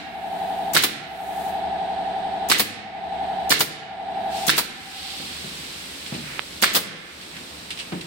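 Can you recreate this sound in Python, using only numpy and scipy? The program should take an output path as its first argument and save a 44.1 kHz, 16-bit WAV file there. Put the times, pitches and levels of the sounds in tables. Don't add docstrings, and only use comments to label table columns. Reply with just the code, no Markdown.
import sys
import numpy as np
from scipy import signal
from scipy.fft import rfft, irfft, next_fast_len
from scipy.io import wavfile
from scipy.ndimage import uniform_filter1d, minimum_filter1d

SR = 44100
rng = np.random.default_rng(int(sys.argv[2]) if len(sys.argv) > 2 else 0)


def transcribe(signal):
    frames = np.atleast_2d(signal).T
    limited = np.clip(frames, -1, 1)
    pcm = np.round(limited * 32767).astype(np.int16)
    wavfile.write(sys.argv[1], SR, pcm)


N = 355446
TIME = np.arange(N) / SR

# (frequency [Hz], level [dB], t60 [s])
BOARD_MODES = [(103, -9, .25), (152, 0, .2), (178, -8, .12), (237, -3, .14), (296, -4, .14), (355, -5, .13),
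               (431, -10, .1), (560, -10, .1), (824, -14, .08)]
# (frequency [Hz], coherence [0..1])
PORT_COHERENCE = [(60, 0.99), (130, 1), (300, 1), (650, 0.41), (1400, 0.0054), (16000, 0.077)]


def amp(db):
    return 10 ** (np.asarray(db) / 20)


def unit_rms(x):
    return x / np.sqrt(np.mean(x ** 2) + 1e-20)


def curve(points, hz):
    f, value = np.transpose(points)
    return np.interp(np.log(hz + 1), np.log(f + 1), value)


def pan(db):
    ratio = amp(np.atleast_1d(db))
    return np.array([ratio, np.ones_like(ratio)]) * np.sqrt(2 / (1 + ratio ** 2))


def add(mix, at_s, sound):
    start = round(at_s * SR)
    sound = sound[:, max(-start, 0):]
    part = mix[:, max(start, 0):][:, :sound.shape[1]]
    part += sound[:, :part.shape[1]]


def noise(colour, size, low_pan_db=0, high_pan_db=0, right_lag_s=0.000375):
    padded = next_fast_len(size)
    hz = np.fft.rfftfreq(padded, 1 / SR)
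    a, b = rfft(rng.standard_normal((2, padded)))
    coherence = curve(PORT_COHERENCE, hz)
    lag = np.exp(-2j * np.pi * hz * right_lag_s)
    pair = np.array([a, coherence * lag * a + np.sqrt(1 - coherence ** 2) * b])
    lean = pan(curve([(2000, low_pan_db), (6000, high_pan_db)], hz))
    return unit_rms(irfft(pair * lean * amp(curve(colour, hz)), padded)[:, :size])


def puff(t, hold_s, t60_s, rise_s=0.0005):
    return np.clip(t / rise_s, 0, 1) * amp(-60 * np.maximum(t - hold_s, 0) / t60_s)


def ring(modes, t, spread_rad, rise_s=0.00022):
    out = 0
    for hz, db, t60_s in modes:
        detuned_hz = hz * rng.uniform(.994, 1.006)
        phase = 2 * np.pi * rng.random() + spread_rad * rng.standard_normal((2, 1))
        out += amp(db) * puff(t, 0, t60_s, rise_s) * np.sin(2 * np.pi * detuned_hz * t + phase)
    return out


def room(x, wet_db, taps_per_s=4000):
    decay = [(100, 0.71), (400, 0.6), (1000, 0.81), (2200, 0.87), (4500, 0.55), (8000, 0.37), (15000, 0.15)]  # (frequency [Hz], t60 [s])
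    tone = [(100, 15.5), (350, 8.5), (1000, -3.5), (2200, 1), (4000, 1.5), (7000, 4.5), (15000, 11)]  # (frequency [Hz], level [dB])
    taps = rng.choice([-1., 1.], (2, SR)) * (rng.random((2, SR)) < taps_per_s / SR)
    taps[:, :round(.005 * SR)] = 0
    hz, t, bands = signal.stft(taps, SR, nperseg=256)
    hz = hz[:, None]
    coherence = curve(PORT_COHERENCE, hz)
    bands[1] = coherence * bands[0] + np.sqrt(1 - coherence ** 2) * bands[1]
    bands *= amp(curve(tone, hz) - 60 * t / curve(decay, hz))
    response = signal.istft(bands, SR, nperseg=256)[1]
    response *= amp(wet_db) / np.linalg.norm(response[0])
    response[:, 0] += 1
    return signal.fftconvolve(x, response, axes=1)


def workshop():
    colour = [(20, -30), (48, -29), (70, 4.5), (100, -10.5), (160, -1.5), (260, -2), (430, -5.5), (720, -8),
              (1100, -9.5), (2000, -12.5), (5000, -23), (16000, -44.5)]
    return amp(-43) * noise(colour, N)


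def intake_gain(hz, width_hz=4.16):
    resonances = [(631, -49.5, -3), (664, -37.2, -3), (699, -38, 4), (719, -42.5, -1), (744, -37.8, -2),
                  (767, -33.5, 3), (778, -35.5, -1), (802, -38.5, 2), (826, -37, 7), (891, -41, 12),
                  (927, -49.5, 6), (985, -55, -3)]
    power = 0
    for centre_hz, db, pan_db in resonances:
        power += (amp(db) * pan(pan_db)) ** 2 / (1 + (2 * (hz - centre_hz) / width_hz) ** 2)
    return np.sqrt(power)


def compressor(stroke_hz=11.449, throb_db=1.5, cut_out_s=4.28, coast_s=1.46):
    # (frequency [Hz], density [dB])
    clatter_colour = [(25, -27), (48, -25), (70, -3.5), (110, -18.5), (160, 2), (220, -1), (340, -6),
                      (470, 1), (560, -30), (1100, -19.5), (1700, -9.5), (2300, -44)]
    rush_colour = [(40, -9), (200, -21), (500, -1), (1150, -16), (1700, 1.5), (2300, -3.5), (3900, -3),
                   (5000, -14.5), (6500, -41), (8200, -17), (10000, -39), (16000, -39)]
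    size = 4096
    turn = np.arange(size) / size
    hz = np.arange(size // 2 + 1) * stroke_hz
    phase = np.cumsum(1.8 * rng.standard_normal(len(hz)))
    phase = phase + 0.58 * rng.standard_normal((2, len(hz)))
    intake = amp(1.87) * irfft(intake_gain(hz) * np.exp(1j * phase)) * size / np.sqrt(2)
    harmonics = amp(curve(clatter_colour, hz)) * rng.rayleigh(size=len(hz))
    harmonics *= (hz < 2500) * np.clip(hz / 95, 0, 1) ** 2
    clatter = unit_rms(irfft(harmonics * np.exp(1j * phase + 2j * np.pi * rng.random(len(hz)))))
    stroke = intake * amp(throb_db * np.cos(2 * np.pi * turn)) + amp(-40.5) * clatter
    machine = np.array([np.interp(stroke_hz * TIME, turn, side, period=1) for side in stroke])
    padded = next_fast_len(N)
    air = rfft(noise(rush_colour, N), padded)
    turbulence = irfft(air * intake_gain(np.fft.rfftfreq(padded, 1 / SR)), padded)[:, :N]
    machine += amp(-42) * unit_rms(turbulence)
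    core = signal.sosfilt(signal.butter(2, [740, 830], "band", fs=SR, output="sos"), machine)
    coasting = np.clip((TIME - 4.5) / .2, 0, 1)
    machine = (1 - coasting) * machine + coasting * amp(-1) * core
    effort = np.clip(1 - (TIME - cut_out_s) / coast_s, 0, 1) ** 2.15
    return effort * (machine + amp(-40.5) * noise(rush_colour, N))


def blow_off(open_s=4.285, rise_s=0.086, bleed_db_per_s=2.5):
    colour = [(200, -12), (1200, -7.5), (2300, 0), (4000, 2.5), (5200, -2.5), (6500, -9), (8300, -4),
              (10000, -11.5), (13000, -15.5), (16000, -17)]
    t = np.maximum(TIME - open_s, 0)
    return np.clip(t / rise_s, 0, 1) * amp(-32 - bleed_db_per_s * t) * noise(colour, N)


def friction(strokes, colour, rise_s, t60_s):
    envelope = sum(amp(db) * puff(TIME - at_s, hold_s, t60_s, rise_s) for at_s, hold_s, db in strokes)
    return envelope * noise(colour, N)


def rubbing():
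    # (time [s], length [s], level [dB])
    palm = [(-.3, 1.05, -50.5), (.9, 0.59, -43.5), (3.1, 0.42, -63), (4.1, .22, -52)]
    sleeve = [(6.0, 0.28, -47), (6.22, 0.18, -38.5), (7.31, .06, -37), (7.75, 0.35, -51)]
    rustle = [(4.9, 0.27, -36)]
    # (frequency [Hz], density [dB])
    skin_colour = [(1000, -18), (5000, -4), (9000, 0.5), (13000, -1), (16000, -1)]
    cloth_colour = [(300, -10), (1000, -6), (1800, 0), (2550, 2), (3100, -8), (4300, -27), (8000, -24)]
    rustle_colour = [(1500, -29), (2800, -2), (3700, 1), (4600, 0), (5600, -12), (9000, -46)]
    return (friction(palm, skin_colour, rise_s=.3, t60_s=.45)
            + friction(sleeve, cloth_colour, rise_s=.087, t60_s=.19)
            + friction(rustle, rustle_colour, rise_s=.068, t60_s=1.8))


def handling():
    bumps = [(5.196, -33, 0.33), (5.44, -32, 0.28), (6.122, -25.5, 1), (6.142, -30.5, 0.69),
             (7.921, -22, 0.3), (7.986, -48, .4)]
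    clacks = [(6.062, -33, 0.15), (6.118, -43, 0.049), (6.14, -31, 0.2), (7.2111, -35.5, 0.22),
              (7.366, -34.5, 0.089), (7.7047, -25, 0.13), (7.7735, -34, 0.067), (7.788, -29.5, 0.1),
              (7.7974, -28, 0.15), (7.921, -44, 0.034), (8.01, -30.5, 0.074)]
    # (frequency [Hz], density [dB])
    thump_colour = [(50, -32), (100, -26), (145, 8), (190, -4.5), (330, -3), (420, -9.5), (750, -11),
                    (1500, -18.5), (3000, -19), (9000, -59)]
    clack_colour = [(200, -32), (1800, 0.5), (2700, 10), (4500, 6), (6500, -7), (8700, -1.5), (12000, -22),
                    (16000, -22)]
    out, size = np.zeros((2, N)), SR // 3
    t = np.arange(size) / SR
    for at_s, db, ring_gain in bumps:
        board = puff(t, 0, .2) * ring(BOARD_MODES, t, spread_rad=.5, rise_s=.004)
        thump = amp(-3.5) * puff(t, .0073, .19) * noise(thump_colour, size)
        add(out, at_s, amp(db) * (ring_gain * board + thump))
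    for at_s, db, t60_s in clacks:
        add(out, at_s, amp(db) * puff(t, .0021, t60_s) * noise(clack_colour, size))
    low_cut = signal.butter(3, 75, "high", fs=SR, output="sos")
    return signal.sosfilt(low_cut, room(out, wet_db=-9)[:, :N])


def tick():
    pulses = [(6.3917, -22, 1000), (6.394, -4.5, 1800)]  # (time [s], level [dB], frequency [Hz])
    out = np.zeros((2, N))
    for at_s, db, hz in pulses:
        phase = 2 * np.pi * hz * (TIME[:SR // 3] - 1 / hz)
        add(out, at_s - 1 / hz, amp(db) * pan(-14) * phase * np.exp((1 - phase ** 2) / 2))
    return out


def shot(valve_lead_s, drive_lead_s, release_s, exhaust_s, valve_db, drive_db, strike_db, exhaust_db):
    body_modes = [(1290, -19, 0.052), (1403, 4, 0.042), (1570, -3, .07), (1715, 8.5, 0.017),
                  (1766, -2.5, 0.22), (2016, -8.5, 0.42), (2173, -3, 0.22), (2970, -19, 0.14),
                  (3400, -5, 0.062), (3780, 4.5, 0.094), (3970, -1, 0.066), (4400, 3, 0.13),
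                  (5260, -5, .06)]
    # (frequency [Hz], density [dB])
    valve_colour = [(100, -39), (1500, -11), (4000, -11.5), (7000, -2.5), (9500, -8), (12000, -7),
                    (16000, -3.5)]
    drive_colour = [(40, -91), (180, 6.5), (700, 1.5), (1600, -3.5), (2800, 1), (4500, 1), (6500, 1),
                    (9000, 0.5), (16000, -3)]
    strike_colour = [(40, -66), (200, -12), (900, -5), (1600, 4), (2300, -3), (3800, -2.5), (5200, -2),
                     (6500, -22), (8300, -7), (11000, -20.5), (16000, -50)]
    spill_colour = [(60, -40), (300, 2.5), (900, -6), (1700, 1.5), (2600, 3), (4000, 3.5), (6000, -8.5),
                    (9000, -13.5), (16000, -25)]
    exhaust_colour = [(30, -42), (90, -7), (220, 7), (900, 6.5), (2500, 6), (4300, 8), (5500, 2.5),
                      (7000, 4), (9000, 5), (13000, 2.5), (16000, 9.5)]
    size = SR * 2 // 5
    t = np.arange(size) / SR - valve_lead_s
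    valve = noise(valve_colour, size, low_pan_db=-30, high_pan_db=6)
    valve *= amp(valve_db - 3.5) * puff(t + valve_lead_s, .018, .055)
    drive = noise(drive_colour, size, low_pan_db=-9, high_pan_db=-8)
    drive *= amp(drive_db) * puff(t + drive_lead_s, .008, .1, rise_s=.004)
    hit = puff(t, .0024, .031, rise_s=.0013)
    rebound = 1.1 * puff(t - .0062, .00076, .025)
    strike = (hit + rebound) * noise(strike_colour, size, low_pan_db=-3, high_pan_db=6.5)
    body = amp(-12) * ring(body_modes, t, spread_rad=1.2)
    board = amp(-22) * ring(BOARD_MODES, t, spread_rad=.9, rise_s=.00067)
    jet = amp(-10) * puff(t, .019, .047, rise_s=.0017) * noise(valve_colour, size, high_pan_db=-1)
    spill = amp(-7.5) * puff(t, .012, .34, rise_s=.023) * noise(spill_colour, size)
    firing = amp(strike_db) * (drive + strike + body + board + jet + spill)
    leak = amp(-9) * puff(t - release_s + .016, .013, .012, rise_s=.013) * noise(valve_colour, size)
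    dump = noise(exhaust_colour, size, low_pan_db=2, high_pan_db=-5.5)
    dump *= amp(2.5) * puff(t - release_s, exhaust_s, .093, rise_s=.0048)
    return valve + firing + amp(exhaust_db) * (leak + dump)


def stapler():
    # (strike time [s], valve lead [s], drive lead [s], exhaust delay [s], exhaust length [s],
    #  valve [dB], drive re strike [dB], strike [dB], exhaust [dB])
    shots = [(-.26, .024, .019, 0.066, 0.015, -20, -15, 15.5, 10),
             (0.764, 0.03, 0.018, 0.069, 0.0073, -16, -13.5, 15.5, 12),
             (2.5137, 0.027, .017, 0.079, 0.01, -22, -15, 15.5, 12.5),
             (3.5173, 0.023, 0.015, 0.086, 0.0076, -15.5, -8, 14, 13),
             (4.4927, .026, 0.015, 0.0832, 0.014, -15, -12, 10.5, 6.5),
             (6.635, 0.017, 0.013, 0.11, 0.025, -14, -6.5, 13, 7.5)]
    out = np.zeros((2, N))
    for strike_s, valve_lead_s, *settings in shots:
        add(out, strike_s - valve_lead_s, room(shot(valve_lead_s, *settings), wet_db=-12))
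    return out


def scene():
    return compressor() + handling() + tick() + workshop() + blow_off() + rubbing() + stapler()


def limiter(x, threshold_db=-17.5, slope=0.79, recovery_db_per_s=56, initial_peak_db=2,
            ahead_s=0.0005, window_s=0.0071):
    power = uniform_filter1d((x ** 2).mean(0), round(window_s * SR))
    power_db = 10 * np.log10(abs(power) + 1e-12)
    ahead = round(ahead_s * SR)
    coming_db = -minimum_filter1d(-power_db, 2 * ahead)
    fall_db = recovery_db_per_s * TIME
    peak_db = np.maximum(np.maximum.accumulate(coming_db + fall_db), initial_peak_db) - fall_db
    cut_db = slope * 10 * np.log10(1 + amp(peak_db - threshold_db) ** 2)
    return x * amp(-uniform_filter1d(cut_db, ahead))


def record(dry, cutoff_hz=15950):
    port_balance = [(100, 0.5), (1500, -1.5), (2800, -4), (4000, -7), (5200, -3.5), (6800, 17.5),
                    (8200, 16.5), (10000, 12), (12800, 4), (15000, 14)]
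    size = next_fast_len(N + SR // 10)
    hz = np.fft.rfftfreq(size, 1 / SR)
    heard = irfft(rfft(dry, size) * pan(curve(port_balance, hz)), size)[:, :N]
    low_pass = signal.firwin(401, cutoff_hz, window=("kaiser", 8), fs=SR)
    return signal.oaconvolve(np.clip(limiter(heard), -.88, .88), low_pass[None], "same")


dry = scene()
out = record(dry)
transcribe(out)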